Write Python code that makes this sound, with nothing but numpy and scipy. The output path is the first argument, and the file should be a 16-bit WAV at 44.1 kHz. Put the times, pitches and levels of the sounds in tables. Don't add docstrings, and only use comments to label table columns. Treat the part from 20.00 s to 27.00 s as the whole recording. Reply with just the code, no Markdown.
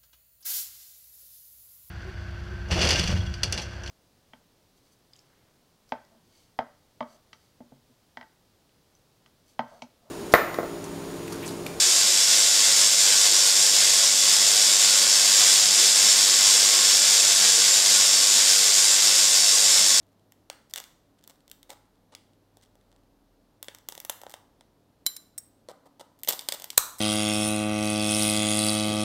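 import sys
import numpy as np
from scipy import signal
from scipy.fft import rfft, irfft
from scipy.io import wavfile

SR = 44100
rng = np.random.default_rng(int(sys.argv[2]) if len(sys.argv) > 2 else 0)


def pcm_store(signal):
    levels = np.round(np.clip(np.atleast_2d(signal), -1, 1) * 32767)
    wavfile.write(sys.argv[1], SR, levels.astype(np.int16).T)


N = 308700
HZ = np.fft.rfftfreq(4096, 1 / SR)
IMPACT_S = 1 / 200
IMPACT_GAIN = np.sqrt(IMPACT_S * SR)
SCISSORS_FROM_S = 5.0

# start in seconds, strength in dB, hollowness in dB, brightness in dB.
CRACKS = [(0.3219, -54, -15, 3), (0.5, -36.5, -4, -1.5), (0.7107, -54.5, -21, 2), (0.7376, -30.5, -25, 1.5),
          (0.7599, -32, -25, 0), (0.7784, -36.5, -17, 2), (0.7838, -38.5, -16, -0.5),
          (0.8012, -39.5, -14, 1.5), (0.84, -47, -24, 0.5), (1.2398, -53.5, -24, 1),
          (1.2763, -47, -13, 4.5), (1.4794, -56, -17, 1), (1.499, -56, -27, 5), (1.5146, -42, -26, 3.5),
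          (1.63, -50.5, -17, 2), (1.7037, -41.5, -11, -0.5), (2.1505, -43.5, -17, -3),
          (2.5708, -56, -1, 2.5), (2.7545, -66, 5, 2), (3.6282, -36.5, -15, 4.5), (3.684, -40.5, -2, -5),
          (3.7485, -44.5, -12.5, 2.5), (3.7857, -55, -12, 2), (3.8875, -32, -13.5, 4.5),
          (3.923, -41, -6.5, 0.5), (3.952, -45, -11, 3.5), (3.978, -42, -4, 1.5), (4.002, -40, -19, 5),
          (4.0498, -38.5, -9.5, 6), (4.0968, -28, -9, 3), (4.0997, -32, -8.5, 7), (4.216, -47.5, -3, 3),
          (4.235, -51.5, 9, 3), (4.2663, -54.5, 13.5, -5.5), (4.296, -50.5, -4, 4), (4.34, -41.5, -1, -0.5),
          (4.6097, -57, -0.5, -4), (5.6868, -49.5, 10.5, -4.5), (6.0085, -55.5, 9.5, -4.5),
          (6.2342, -34, -24, 5.5), (6.2478, -42, -17, 4), (6.2752, -34, -6, -2), (6.288, -20.5, -37, 6.5),
          (6.3246, -30.5, -28, 1.5), (6.332, -34.5, -18, -0.5), (6.3926, -34, -17.5, -3.5),
          (6.411, -43, -27, 1), (6.4875, -22.5, -16, 0), (6.5229, -26.5, -13.5, -0.5),
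          (6.5988, -42.5, -9, 3), (6.621, -40, -10, 2), (6.6424, -34.5, -12, 3), (6.7033, -32, -23.5, 0.5)]
def cracks(pieces, usual_db=-38.5, db_per_doubling=38, rattle_db=-17, rattle_s=0.0051):
    out, t = np.zeros(N), np.arange(SR // 50) / SR
    for s, strength_db, hollow_db, bright_db in CRACKS:
        usual_split_s = 0.0019 if s > SCISSORS_FROM_S else 0.0012
        split_s = usual_split_s * 2 ** ((strength_db - usual_db) / db_per_doubling)
        split, rattle = rng.standard_normal((2, len(t)))
        force = unit(split * np.exp(-t / split_s)) + amp(rattle_db) * unit(rattle * np.exp(-t / rattle_s))
        force[0] += 1
        add(out, s, shell(force, pieces, s, strength_db, hollow_db, bright_db, IMPACT_S))
        add(out, s, amp(strength_db - bright_db) * IMPACT_GAIN * plate_ring(t))
    return out


# pitch in Hz, relative level in dB, t60 in seconds.
PLATE_MODES = [(3076, -17, 0.018), (3538, -10.5, 0.013)]
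def plate_ring(t, detune=.03):
    size = 1 + detune * rng.standard_normal()
    return sum(amp(db) * unit(amp(-60 * t / t60) * np.sin(2 * np.pi * hz * t / size))
               for hz, db, t60 in PLATE_MODES)


# start and length in seconds,
# fractures per second, then relative strength, hollowness and brightness in dB.
CRUNCHES = [(0.05, 0.15, 37, -83, 2, 1), (0.696, 0.017, 350, -60, -24, 3),
            (0.767, 0.014, 1100, -44, -11, -5), (0.792, 0.031, 940, -56, -1, 0),
            (1.181, 0.079, 130, -72.5, -18, -4.5), (1.295, 0.015, 900, -52, -7.5, 0.5),
            (1.689, 0.048, 1070, -53.5, 3, 0), (2.12, 0.023, 1260, -64, 7, -6),
            (2.622, 0.019, 1160, -60.5, -10, -2), (2.831, 0.16, 24, -77, 1, -4),
            (4.284, 0.068, 220, -55, -11, 2.5), (5.689, 0.029, 1930, -55.5, 10, -2),
            (5.851, 0.025, 1200, -66, 10.5, 0), (5.995, 0.021, 1570, -50.5, 2, -2),
            (6.178, 0.046, 140, -66, -19, 4.5), (6.282, 0.03, 1700, -24.5, -11, 2.5),
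            (6.311, 0.034, 1440, -42.5, -1.5, -1), (6.536, 0.015, 1330, -36.5, -5.5, 2)]
def crunches(pieces, spread_db=1.5, gain_db=-2):
    out = np.zeros(N)
    for s, length_s, per_second, strength_db, hollow_db, bright_db in CRUNCHES:
        chance, size, sign = rng.random((3, SR // 4))[:, :round(length_s * SR)]
        fractures = (chance < per_second / SR) * np.sign(sign - .5)
        force = fractures * amp(-spread_db * np.log(size + 0.06))
        force *= signal.windows.tukey(len(force), .2)
        add(out, s, shell(force, pieces, s, strength_db, hollow_db, bright_db, length_s))
    return amp(gain_db) * out


# frequency in Hz, gain in dB.
SNAP_COLOUR = [(50, -22), (250, -13.5), (600, -2), (1000, 0), (1300, -4.5), (2000, -5.5), (2500, -5),
               (3400, 0.5), (3900, 4), (4600, -2), (6700, 7.5), (7400, 6), (8000, 8), (9200, -1.5),
               (10400, 4.5), (11700, -3), (13400, 8.5), (16000, -14)]
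def snap(peak_s=6.7792, db=-8, strain_s=0.0019, strain_db=-8, burst_s=0.0017, push_db=-29, push_s=0.0007):
    out, t = np.zeros(N), np.arange(-SR // 220, SR // 100) / SR
    swell = np.exp(-(t / burst_s) ** 2) + amp(strain_db) * np.exp(-abs(t) / strain_s)
    burst = signal.fftconvolve(swell * rng.standard_normal(len(t)), causal(amp(read(SNAP_COLOUR, HZ))))
    add(out, peak_s + t[0], amp(db) * IMPACT_GAIN * unit(burst))
    push_age = (t - t[0]) / push_s
    add(out, peak_s, amp(push_db) * push_age * np.exp(1 - push_age))
    return out


def shell(force, pieces, s, strength_db, hollow_db, bright_db, length_s, plate_db=-4, splinter_db=-2.5):
    levels_db = strength_db + np.array([hollow_db, plate_db - bright_db, 0, splinter_db + bright_db])
    choices = pieces["cut" if s > SCISSORS_FROM_S else "held"]
    bands = signal.fftconvolve(force[None], choices[rng.integers(len(choices))], axes=1)
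    return sum(amp(db) * unit(band) for db, band in zip(levels_db, bands)) * np.sqrt(length_s * SR)


# frequency in Hz, gain in dB.
HELD_COLOUR = [(80, -23), (170, -8), (420, 0.5), (750, 1), (1150, -4), (1600, -5.5), (3200, -1),
               (4600, -0.5), (7000, 5), (10000, 7.5), (12500, 2.5), (15000, -5.5), (16000, -2.5)]
CUT_COLOUR = [(80, -29.5), (170, -11.5), (400, -3.5), (750, -3.5), (1150, -10.5), (1600, -12.5), (3000, -5),
              (4500, -1), (5500, 0), (9500, 8.5), (11500, 9.5), (15000, 3.5), (16000, -20)]
# centre in Hz, width in Hz, lift in dB.
SHELL_MODES = [(560, 140, 7.5), (863, 370, 8.5), (1964, 280, 5), (2500, 220, -9.5), (3380, 1000, 4.5),
               (6700, 650, -1.5), (7890, 1100, 2.5), (13500, 900, 8)]
def shell_piece(grip, size, plate_hz=1400, edge_hz=5000, splinter_hz=10000):
    colour_db = read(CUT_COLOUR if grip == "cut" else HELD_COLOUR, HZ)
    modes_db = sum(lift / (1 + (2 * (HZ * size - hz) / width) ** 2) for hz, width, lift in SHELL_MODES)
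    lowpasses = [1 / (1 + (HZ / hz) ** 10) for hz in (plate_hz, edge_hz, splinter_hz)]
    bands = np.diff(lowpasses, axis=0, prepend=0, append=1)
    return np.array([causal(amp(colour_db + modes_db) * np.sqrt(abs(band))) for band in bands])


# start in seconds, ring level in dB, opening (0 shut, 1 open), tick in dB against the ring.
CLINKS = [(5.0593, -50, 0, -10), (5.0641, -18, 0, -5), (5.1641, -48, 0, 3), (5.1658, -45.5, 0, 8.5),
          (5.3790, -36.5, 1, -4), (5.383, -33, 1, -15.5), (6.779, -26, 1, -5), (6.985, -46, 1, 1),
          (6.9912, -40, 1, -8)]
# pitch in Hz, relative level in dB, t60 in seconds.
SHUT_MODES = [(3996, 0, 0.075), (3080, -18, 0.064), (7320, -1, 0.04), (7200, -21.5, 0.3),
              (8930, -11.5, 0.073), (10250, -10, 0.056), (13370, -3.5, 0.034), (12870, -23.5, .3),
              (13400, -12.5, .05), (14100, -5, .045), (13900, -6, .04), (2200, -14, 0.027)]
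OPEN_MODES = [(3780, -13.5, 0.024), (5534, -9.5, 0.053), (6820, -12.5, 0.045), (7250, -8, 0.027),
              (7500, -11, 0.019), (8160, 5, 0.024), (8580, -31, 0.091), (9900, -13, 0.01),
              (10330, -6, 0.036), (12700, -7, 0.041), (12650, 1, 0.0083), (15300, -3, .02)]
# frequency in Hz, gain in dB.
CONTACT_COLOUR = [(200, -22), (1000, -10.5), (2100, -1), (2800, -10.5), (5400, 5.5), (6500, 0.5), (9500, 6),
                  (11500, -4), (13500, 8), (16000, -14)]
def scissors(tick_s=0.0038):
    out, t = np.zeros(N), np.arange(SR // 5) / SR
    contact = causal(amp(read(CONTACT_COLOUR, HZ)))
    for s, db, opening, tick_db in CLINKS:
        modes = OPEN_MODES if opening > .5 else SHUT_MODES
        ring = sum(amp(level - 60 * t / t60) * np.sin(2 * np.pi * (hz * t + rng.random()))
                   for hz, level, t60 in modes)
        tick = signal.fftconvolve(rng.standard_normal(len(t)) * np.exp(-t / tick_s), contact)[:len(t)]
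        add(out, s, amp(db) * IMPACT_GAIN * (unit(ring) + amp(tick_db) * unit(tick)))
    return out


def tray(lifted_s=5.063, db=-53, hz=550, decay_s=0.004):
    out, t = np.zeros(N), np.arange(SR // 20) / SR
    body = signal.butter(2, [hz / 2, hz * 2], "bandpass", fs=SR, output="sos")
    knock = signal.sosfilt(body, rng.standard_normal(len(t)) * np.exp(-t / decay_s))
    add(out, lifted_s, amp(db) * IMPACT_GAIN * unit(knock))
    return out


def settling(pieces, count=30, under_db=-18, spread_db=3.0, mean_delay_s=0.014):
    out = np.zeros(N)
    for crack in rng.permutation(len(CRACKS))[:count]:
        s, strength_db = CRACKS[crack][:2]
        s += mean_delay_s * rng.gamma(2) / 2
        add(out, s, shell_tick(pieces, s, strength_db + under_db + spread_db * rng.standard_normal()))
    return out


def turning(pieces, count=18, until_s=3.2, strength_db=-73, spread_db=4.5):
    out = np.zeros(N)
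    for when, size in rng.random((count, 2)):
        s, db = when * until_s, strength_db + spread_db * (2 * size - 1)
        add(out, s, shell_tick(pieces, s, db, hollow_db=-12, bright_db=-4))
    return out


def shell_tick(pieces, s, strength_db, hollow_db=-8, bright_db=-1, decay_s=0.0011):
    t = np.arange(SR // 200) / SR
    force = rng.standard_normal(len(t)) * np.exp(-t / decay_s)
    return shell(force, pieces, s, strength_db, hollow_db, bright_db, len(t) / SR)


# frequency in Hz, t60 in seconds.
ROOM_T60 = [(200, .4), (700, 0.77), (1500, 0.5), (4000, 0.51), (8000, 0.49), (15000, 0.43)]
# frequency in Hz, relative gain in dB.
ROOM_COLOUR = [(200, -10.5), (600, -14.5), (1200, -1.5), (3000, -11), (7000, -12.5), (13000, -12.5),
               (16000, -9)]
def room(x, first_delay_s=0.0013, build_s=0.00094, early_db=3, early_s=0.057):
    hz, frame_s, bands = signal.stft(rng.standard_normal(SR), SR, nperseg=256)
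    t60 = read(ROOM_T60, hz)[:, None]
    bands *= amp(read(ROOM_COLOUR, hz)[:, None] - 60 * frame_s / t60)
    bands *= np.sqrt(np.log(1e6) / (t60 * SR))
    tail, t = signal.istft(bands, SR, nperseg=256)[1][:SR], np.arange(SR) / SR
    build_up = 1 - np.exp(-np.maximum(t - first_delay_s, 0) / build_s)
    early_lift = amp(early_db * np.exp(-t / early_s))
    return signal.fftconvolve(x, tail * build_up * early_lift)[:N]


# frequency in Hz, relative gain in dB.
AIR_COLOUR = [(15, -24.5), (25, -13), (42, -12.5), (70, -12), (100, -8.5), (130, -6), (200, -6), (290, -3),
              (360, -9), (550, -9.5), (1000, -17), (2300, -28.5), (4200, -27), (8000, -34.5),
              (14000, -33.5), (16000, -41.5)]
# pitch in Hz, level in dB.
MOTOR_HUM = [(40, -76), (61, -83.5), (100, -74.5), (280, -77.5)]
def room_tone(air_db=-66, hum_width_hz=0.83):
    hz = np.fft.rfftfreq(N, 1 / SR)
    noise = rfft(rng.standard_normal(N))
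    out = amp(air_db) * unit(irfft(noise * amp(read(AIR_COLOUR, hz)), N))
    for centre, db in MOTOR_HUM:
        narrow_peak = 1 / (1 + ((hz - centre) / hum_width_hz) ** 2)
        out += amp(db) * unit(irfft(1j * noise * narrow_peak, N))
    return np.sqrt(N) * out


def amp(db):
    return 10 ** (np.asarray(db) / 20)


def unit(x):
    return x / np.sqrt(np.sum(x ** 2) + 1e-20)


def read(points, hz):
    f, value = np.transpose(points)
    return np.interp(np.log(hz + 1), np.log(f + 1), value)


def add(mix, s, sound):
    part = mix[round(s * SR):][:len(sound)]
    part += sound[:len(part)]


def causal(gain):
    log_gain = np.log(np.maximum(gain, 1e-5))
    mirrored = np.concatenate([log_gain, log_gain[-2:0:-1]])
    spectrum = np.exp(np.conj(signal.hilbert(mirrored)))
    return np.fft.ifft(spectrum).real[:len(mirrored) // 4]


def scene(crab_room_db=-1, snap_room_db=-2, steel_room_db=-6, size_spread=0.027):
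    sizes = np.exp(size_spread * np.linspace(-1, 1, 3))
    pieces = {grip: [shell_piece(grip, size) for size in sizes] for grip in ("held", "cut")}
    crab = cracks(pieces) + crunches(pieces) + settling(pieces) + turning(pieces)
    leg_snap = snap()
    steel = scissors() + tray()
    front = amp(crab_room_db) * crab + amp(snap_room_db) * leg_snap
    back = amp(crab_room_db) * (cracks(pieces) + crunches(pieces)) + amp(snap_room_db) * snap()
    echo = room(front / np.sqrt(2) + amp(steel_room_db) * steel) + room(back / np.sqrt(2))
    return (crab + leg_snap + steel + echo + room_tone())[None]


def record(dry, cutoff_hz=16200):
    clipped = np.clip(dry, -1, 1)
    lowpass = signal.firwin(255, cutoff_hz, window=("kaiser", 9), fs=SR)
    return signal.oaconvolve(clipped, lowpass[None], "same")


dry = scene()
out = record(dry)
pcm_store(out)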